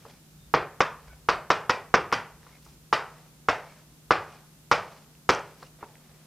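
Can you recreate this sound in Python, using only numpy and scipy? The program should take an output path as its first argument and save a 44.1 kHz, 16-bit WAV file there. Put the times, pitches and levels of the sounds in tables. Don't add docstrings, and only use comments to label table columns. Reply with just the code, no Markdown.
import sys
import numpy as np
from scipy import signal
from scipy.io import wavfile
from scipy.ndimage import uniform_filter1d

SR = 44100
rng = np.random.default_rng(int(sys.argv[2]) if len(sys.argv) > 2 else 0)


def convert_level_to_amplitude(level_db):
    exponent = np.asarray(level_db, float) / 20
    return 10 ** exponent


def log_audio(samples):
    frames = np.atleast_2d(samples).T
    limited = np.clip(frames, -1, 1)
    pcm = np.round(limited * 32767).astype(np.int16)
    wavfile.write(sys.argv[1], SR, pcm)


N = 276066


def evened(x):
    return x / np.sqrt(np.mean(x ** 2) + 1e-20)


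def read(points, hz):
    f, value = np.transpose(points)
    return np.interp(np.log(hz + 1), np.log(f + 1), value)


def add(mix, s, sound):
    part = mix[round(s * SR):][:len(sound)]
    part += sound[:len(part)]


def noise(shape_db, length, size):
    hop = size // 4
    hz = np.fft.rfftfreq(size, 1 / SR)[:, None]
    t = np.arange(4 * length // size + 5) * size / 4 / SR
    real, imaginary = rng.standard_normal((len(t), len(hz), 2)).T
    spectra = (real + 1j * imaginary) * convert_level_to_amplitude(shape_db(hz, t))
    return signal.istft(spectra, nperseg=size, noverlap=size - hop)[1][:length]


def steady_noise(points, size):
    return evened(noise(lambda hz, t: read(points, hz) + 0 * t, N, size))


# frequency in Hz, relative density in dB.
HISS_SPECTRUM = [(15, -28.5), (25, 2), (244, -7), (347, -6.5), (377, -8), (921, -11.5), (5990, -10.5),
                 (13900, -13), (15100, -17.5), (16300, -46)]
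HISS_DB = -59.5


def amplifier_hiss():
    return convert_level_to_amplitude(HISS_DB) * steady_noise(HISS_SPECTRUM, size=1024)


# frequency in Hz, peak level in dB.
FAINT_TONES = [(180, -71), (240, -71.5)]


def faint_tones():
    t = np.arange(N) / SR
    return sum(convert_level_to_amplitude(db) * np.sin(2 * np.pi * (hz * t + rng.random())) for hz, db in FAINT_TONES)


def ventilation_hum():
    hum_hz, width_hz, level_db = 152.7, 27, -59
    turn = np.exp(2j * np.pi * hum_hz * np.arange(N) / SR)
    pole = np.exp(-np.pi * width_hz / SR)
    waver = signal.lfilter([1], [1, -pole], rng.standard_normal(N) / turn)
    waver = signal.lfilter([1], [1, -pole ** 12.0], waver)
    steady = 8.1
    return convert_level_to_amplitude(level_db) * evened((turn * (steady + waver / np.std(waver))).real)


# frequency in Hz, relative density in dB.
AIR_SPECTRUM = [(80, -26.5), (120, 4), (200, 0.1), (330, -7), (450, -10), (700, -16.5), (1500, -20),
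                (3000, -47)]
AIR_DB = -61


def ventilation_air():
    return convert_level_to_amplitude(AIR_DB) * steady_noise(AIR_SPECTRUM, size=2048)


# centre in seconds, half width in seconds, rise in dB.
RUMBLE_SWELLS = [(1.15, 0.13, 11.5), (1.34, 0.049, 8), (2.548, .2, 2)]


def rumble_level_db():
    start_db, sink_db_per_s, wander_rms_db = -58, -1.34, 3
    t = np.arange(N) / SR
    waves = [np.sin(2 * np.pi * (f * t + rng.random())) / np.sqrt(f) for f in np.geomspace(1, 5, num=16)]
    wander = evened(sum(waves))
    swells = sum(db * np.exp(-((t - s) / width) ** 2) for s, width, db in RUMBLE_SWELLS)
    return start_db + sink_db_per_s * t + wander_rms_db * wander + swells


# frequency in Hz, relative density in dB.
RUMBLE_SPECTRUM = [(15, -16), (30, -5), (55, 4.3), (90, -13.5), (130, -15), (200, -54)]


def rumble():
    return convert_level_to_amplitude(rumble_level_db()) * steady_noise(RUMBLE_SPECTRUM, size=4096)


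def blow(hz, hardness_db, body_db):
    tilt_db = hardness_db * np.log2(1 + (hz / 1400) ** 2) / 2
    return tilt_db + body_db / (1 + (hz / 700) ** 4)


# frequency in Hz, time to fall by 60 dB in seconds.
ROOM_T60 = [(40, 1), (160, 0.3856), (420, 0.42), (1100, 0.3579), (2900, 0.2879), (5000, 0.2376),
            (8000, 0.3652), (14000, 0.16)]
# frequency in Hz, relative level in dB.
ROOM_COLOUR = [(20, -42), (50, -23.5), (134, -7.5), (280, -17), (450, -2), (600, -3), (1040, -1),
               (1500, -2.5), (1860, -8), (2480, -9.5), (4200, -22), (5000, -17), (7090, -36.5),
               (13700, -52.5)]


def room(db, pitch, hardness_db, body_db):
    late_db, late_slower = -19.5, 2.2
    t = np.arange(SR * 3 // 4) / SR

    def shape(hz, t):
        ripple_db = 1.9 * evened(uniform_filter1d(rng.standard_normal(hz.shape), size=3, axis=0))
        early_fall_db = -60 * t / read(ROOM_T60, hz)
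        late_fall_db = late_db + early_fall_db / late_slower
        fall_db = 10 * np.log10(convert_level_to_amplitude(2 * early_fall_db) + convert_level_to_amplitude(2 * late_fall_db))
        return read(ROOM_COLOUR, hz / pitch) + blow(hz, hardness_db, body_db) + ripple_db + fall_db

    ring = noise(shape, len(t), size=1024)
    build = 1 - np.exp(-(t / .005) ** 2)
    return convert_level_to_amplitude(db) * build * ring / np.std(ring[:SR // 20])


# nominal delay in ms (the filter below adds 0.34 ms), level beside the direct
# knock in dB, extra lift around 5 kHz in dB.
NEAR_SURFACES = [(1.052, 0, -3), (1.989, 6, -3), (4.647, -4, 4.5), (8.086, -3, 9.5), (11.564, -9, 10.5),
                 (14.83, -8, 13), (23.46, -24, 2.5)]


def echoes(sound):
    path = signal.unit_impulse(SR // 20)
    treble = signal.firwin(31, [3800, 6600], pass_zero=False, fs=SR)
    click = signal.unit_impulse(31, "mid")
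    shifts = rng.uniform(-1, 1, len(NEAR_SURFACES))
    for (ms, db, lift_db), shift in zip(NEAR_SURFACES, shifts):
        reflection = (convert_level_to_amplitude(lift_db) - 1) * treble + click
        add(path, ms * (1 + .03 * shift) / 1000, convert_level_to_amplitude(db) * reflection)
    return signal.fftconvolve(sound, path)


# frequency in Hz, relative level in dB, time to fall by 60 dB in seconds.
BOARD_MODES = [(50, -30, 0.037), (172, -39, 0.03), (257, -18.5, 0.043), (412.5, -38.5, 0.13),
               (529, -25.5, 0.14), (575, -10, 0.0089), (725, -0.5, 0.0062), (1063, 3, 0.0071),
               (1349, 0, 0.0062), (1736, -17, 0.009), (2259, -5, 0.0045), (3710, -18.5, 0.0054),
               (5440, -7.5, 0.0021), (7100, -22, 0.0029), (10900, -45.5, 0.0027)]


def tap(db, pitch, hardness_db, body_db, chance):
    crack_gain_db, crack_t60 = -48, .015
    t = np.arange(SR // 3) / SR
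    hz, mode_db, t60 = np.transpose(BOARD_MODES)[:, :, None]
    mode_db = mode_db + blow(hz, hardness_db, body_db) + 1.5 * chance[:, None]
    modes = convert_level_to_amplitude(mode_db - 60 * t / t60) * np.sin(2 * np.pi * hz * pitch * t)
    stiffening = 1 - np.exp(-(t / 0.0005) ** 2)
    ring = echoes(-modes.sum(0) * stiffening)[:len(t)]
    grit = np.convolve(rng.standard_normal(len(t)), [1, 1, -1, -1], "same")
    crack = convert_level_to_amplitude(crack_gain_db + 2.1 * hardness_db - 60 * t / crack_t60) * grit
    return convert_level_to_amplitude(db) * (ring / abs(ring).max() + crack)


def add_blows(mix, blows, room_db):
    chances = rng.standard_normal((len(blows), len(BOARD_MODES)))
    for (s, db, *colour), chance in zip(blows, chances):
        add(mix, s, tap(db, *colour, chance))
        add(mix, s, room(db + room_db, *colour))


# frequency in Hz, relative density in dB.
SCRAPE_SPECTRUM = [(200, -28), (500, 0.5), (1100, -4), (1700, -5.5), (2300, -5.5), (3300, -10.5),
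                   (5200, -10.5), (7500, -20.5), (14000, -36)]


def friction(start, loudest, db, bright, fade_s):
    t = np.arange(SR // 2) / SR
    flicker = evened(uniform_filter1d(rng.standard_normal(len(t)), size=4))

    def shape(hz, frames):
        tilt_db = bright * np.log2(hz / 2000 + 0.023)
        return read(SCRAPE_SPECTRUM, hz) + tilt_db + 2.7 * flicker[:len(frames)]

    speed = np.interp(t + start, [start, loudest, loudest + fade_s], [0, 1, 0]) ** 0.39
    sound = convert_level_to_amplitude(db) * speed * evened(noise(shape, len(t), size=256))
    return sound[round(max(-start, 0) * SR):]


# start in seconds, loudest moment in seconds, level in dB,
# brightness in dB per octave, fade in seconds.
RUSTLES = [(5.569, 5.633, -58.5, 5, 0.072), (5.785, 5.83, -52.5, -3.5, 0.027),
           (5.84, 5.896, -63.5, -1.5, .9)]


def add_rustles(mix):
    for row in RUSTLES:
        add(mix, row[0], friction(*row))


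# start in seconds, peak in dB,
# board pitch as a factor of the room's colour and the modes, hardness in dB per octave, low body in dB.
LEDGE_KNOCKS = [(5.626, -32, 1.0, -16, -1.5), (5.8275, -23, 0.82, -27, -8.5)]


def add_knocks(mix):
    add_blows(mix, LEDGE_KNOCKS, room_db=-28)


# start in seconds, level in dB before the decay, pitch in Hz.
TICKS = [(2.1188, -16, 2010), (2.431, -39.5, 1800), (5.045, -44, 2780), (5.152, -42, 2740),
         (5.306, -23, 4450), (5.3374, -23.5, 5900), (5.3494, -20, 6040), (5.3945, -34, 6300),
         (5.63, -34, 4500), (5.955, -35, 2040)]


def add_ticks(mix):
    t = np.arange(SR // 100) / SR
    for s, db, hz in TICKS:
        envelope = convert_level_to_amplitude(db - 60 * t / .003) * (1 - np.exp(-t / .0001))
        add(mix, s, envelope * np.sin(2 * np.pi * hz * t))


def squeak(start, end, hz, db):
    width_hz = 45
    t = np.arange(SR // 4) / SR
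    grains = rng.standard_normal((len(t), 2)) @ [1, 1j]
    wobble = signal.lfilter([1], [1, -np.exp(-np.pi * width_hz / SR)], grains)
    fade = np.sin(np.pi * np.clip(t / (end - start), 0, 1))
    return convert_level_to_amplitude(db) * fade * evened((wobble * np.exp(2j * np.pi * hz * t)).real)


# start in seconds, end in seconds, pitch in Hz, level in dB.
SQUEAKS = [(.07, 0.123, 3400, -67), (0.364, 0.506, 3650, -70), (1.063, 1.16, 2250, -65),
           (1.055, 1.177, 1480, -63), (2.513, 2.59, 2150, -62), (2.629, 2.69, 5000, -70),
           (3.627, 3.764, 2250, -61.5), (4.28, 4.4, 2450, -66.5), (5.62, 5.685, 2800, -61)]


def add_squeaks(mix):
    for row in SQUEAKS:
        add(mix, row[0], squeak(*row))


# start in seconds, loudest moment in seconds, level in dB,
# brightness in dB per octave.
STROKES = [(-.1, 0.086, -60, 1), (0.807, 1.098, -60.5, -1.3), (2.41, 2.49, -59.5, .1),
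           (2.615, 2.647, -62.5, 7), (2.927, 3.2, -62, -0.9), (3.485, 3.72, -59.5, 0.5),
           (4.104, 4.336, -58, 0.5), (4.722, 4.939, -57.5, 0.5), (5.297, 5.47, -63, 3.1)]


def add_strokes(mix):
    lift_s = 0.11
    for row in STROKES:
        add(mix, max(row[0], 0), friction(*row, lift_s))


# start in seconds, peak in dB,
# board pitch as a factor, hardness in dB per octave, low body in dB.
CHALK_TAPS = [(.051, -32, 0.87, -12, 5.5), (0.5389, -1, 0.92, -1, -3.5), (0.8045, -3, 1.005, 0.5, -1.7),
              (1.2871, -2.5, 0.94, 1.5, -3.3), (1.5024, -1.5, 0.99, 0.7, -3),
              (1.6951, -4.5, 0.97, 2.5, -2.5), (1.9403, 0, 0.99, -0.7, -1), (2.1251, -5, 0.97, 2.5, -1.2),
              (2.465, -39.5, 1.02, -12.5, -14.5), (2.663, -41, 0.91, -11, 4), (2.9268, -2, 0.97, 2, -2),
              (3.4854, -3, 1, 1.2, -0.5), (4.1067, -0.4, 0.96, -0.8, -2.1), (4.7137, 0.5, 0.99, 2.2, 0.1),
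              (5.291, 0, 0.97, 3, 1.5)]


def add_taps(mix):
    add_blows(mix, CHALK_TAPS, room_db=-22.5)


def scene():
    mix = faint_tones() + ventilation_hum() + ventilation_air() + rumble()
    add_rustles(mix)
    add_knocks(mix)
    add_ticks(mix)
    add_squeaks(mix)
    add_strokes(mix)
    add_taps(mix)
    return np.array([mix, mix])


def roll_off(x):
    return signal.sosfilt(signal.butter(12, 16480, fs=SR, output="sos"), x)


def record(dry):
    bass_cut_hz, edge_hz = 63, 16450
    ceiling = .95
    hiss = np.array([amplifier_hiss() for _ in dry])
    picked_up = signal.lfilter(*signal.butter(2, bass_cut_hz, "high", fs=SR), dry)
    amplified = ceiling * np.tanh(picked_up / ceiling) + hiss
    band_limit = signal.firwin(511, edge_hz, window=("kaiser", 9), fs=SR)
    finished = signal.oaconvolve(amplified, band_limit[None], "same")
    return roll_off(finished)


dry = scene()
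out = record(dry)
log_audio(out)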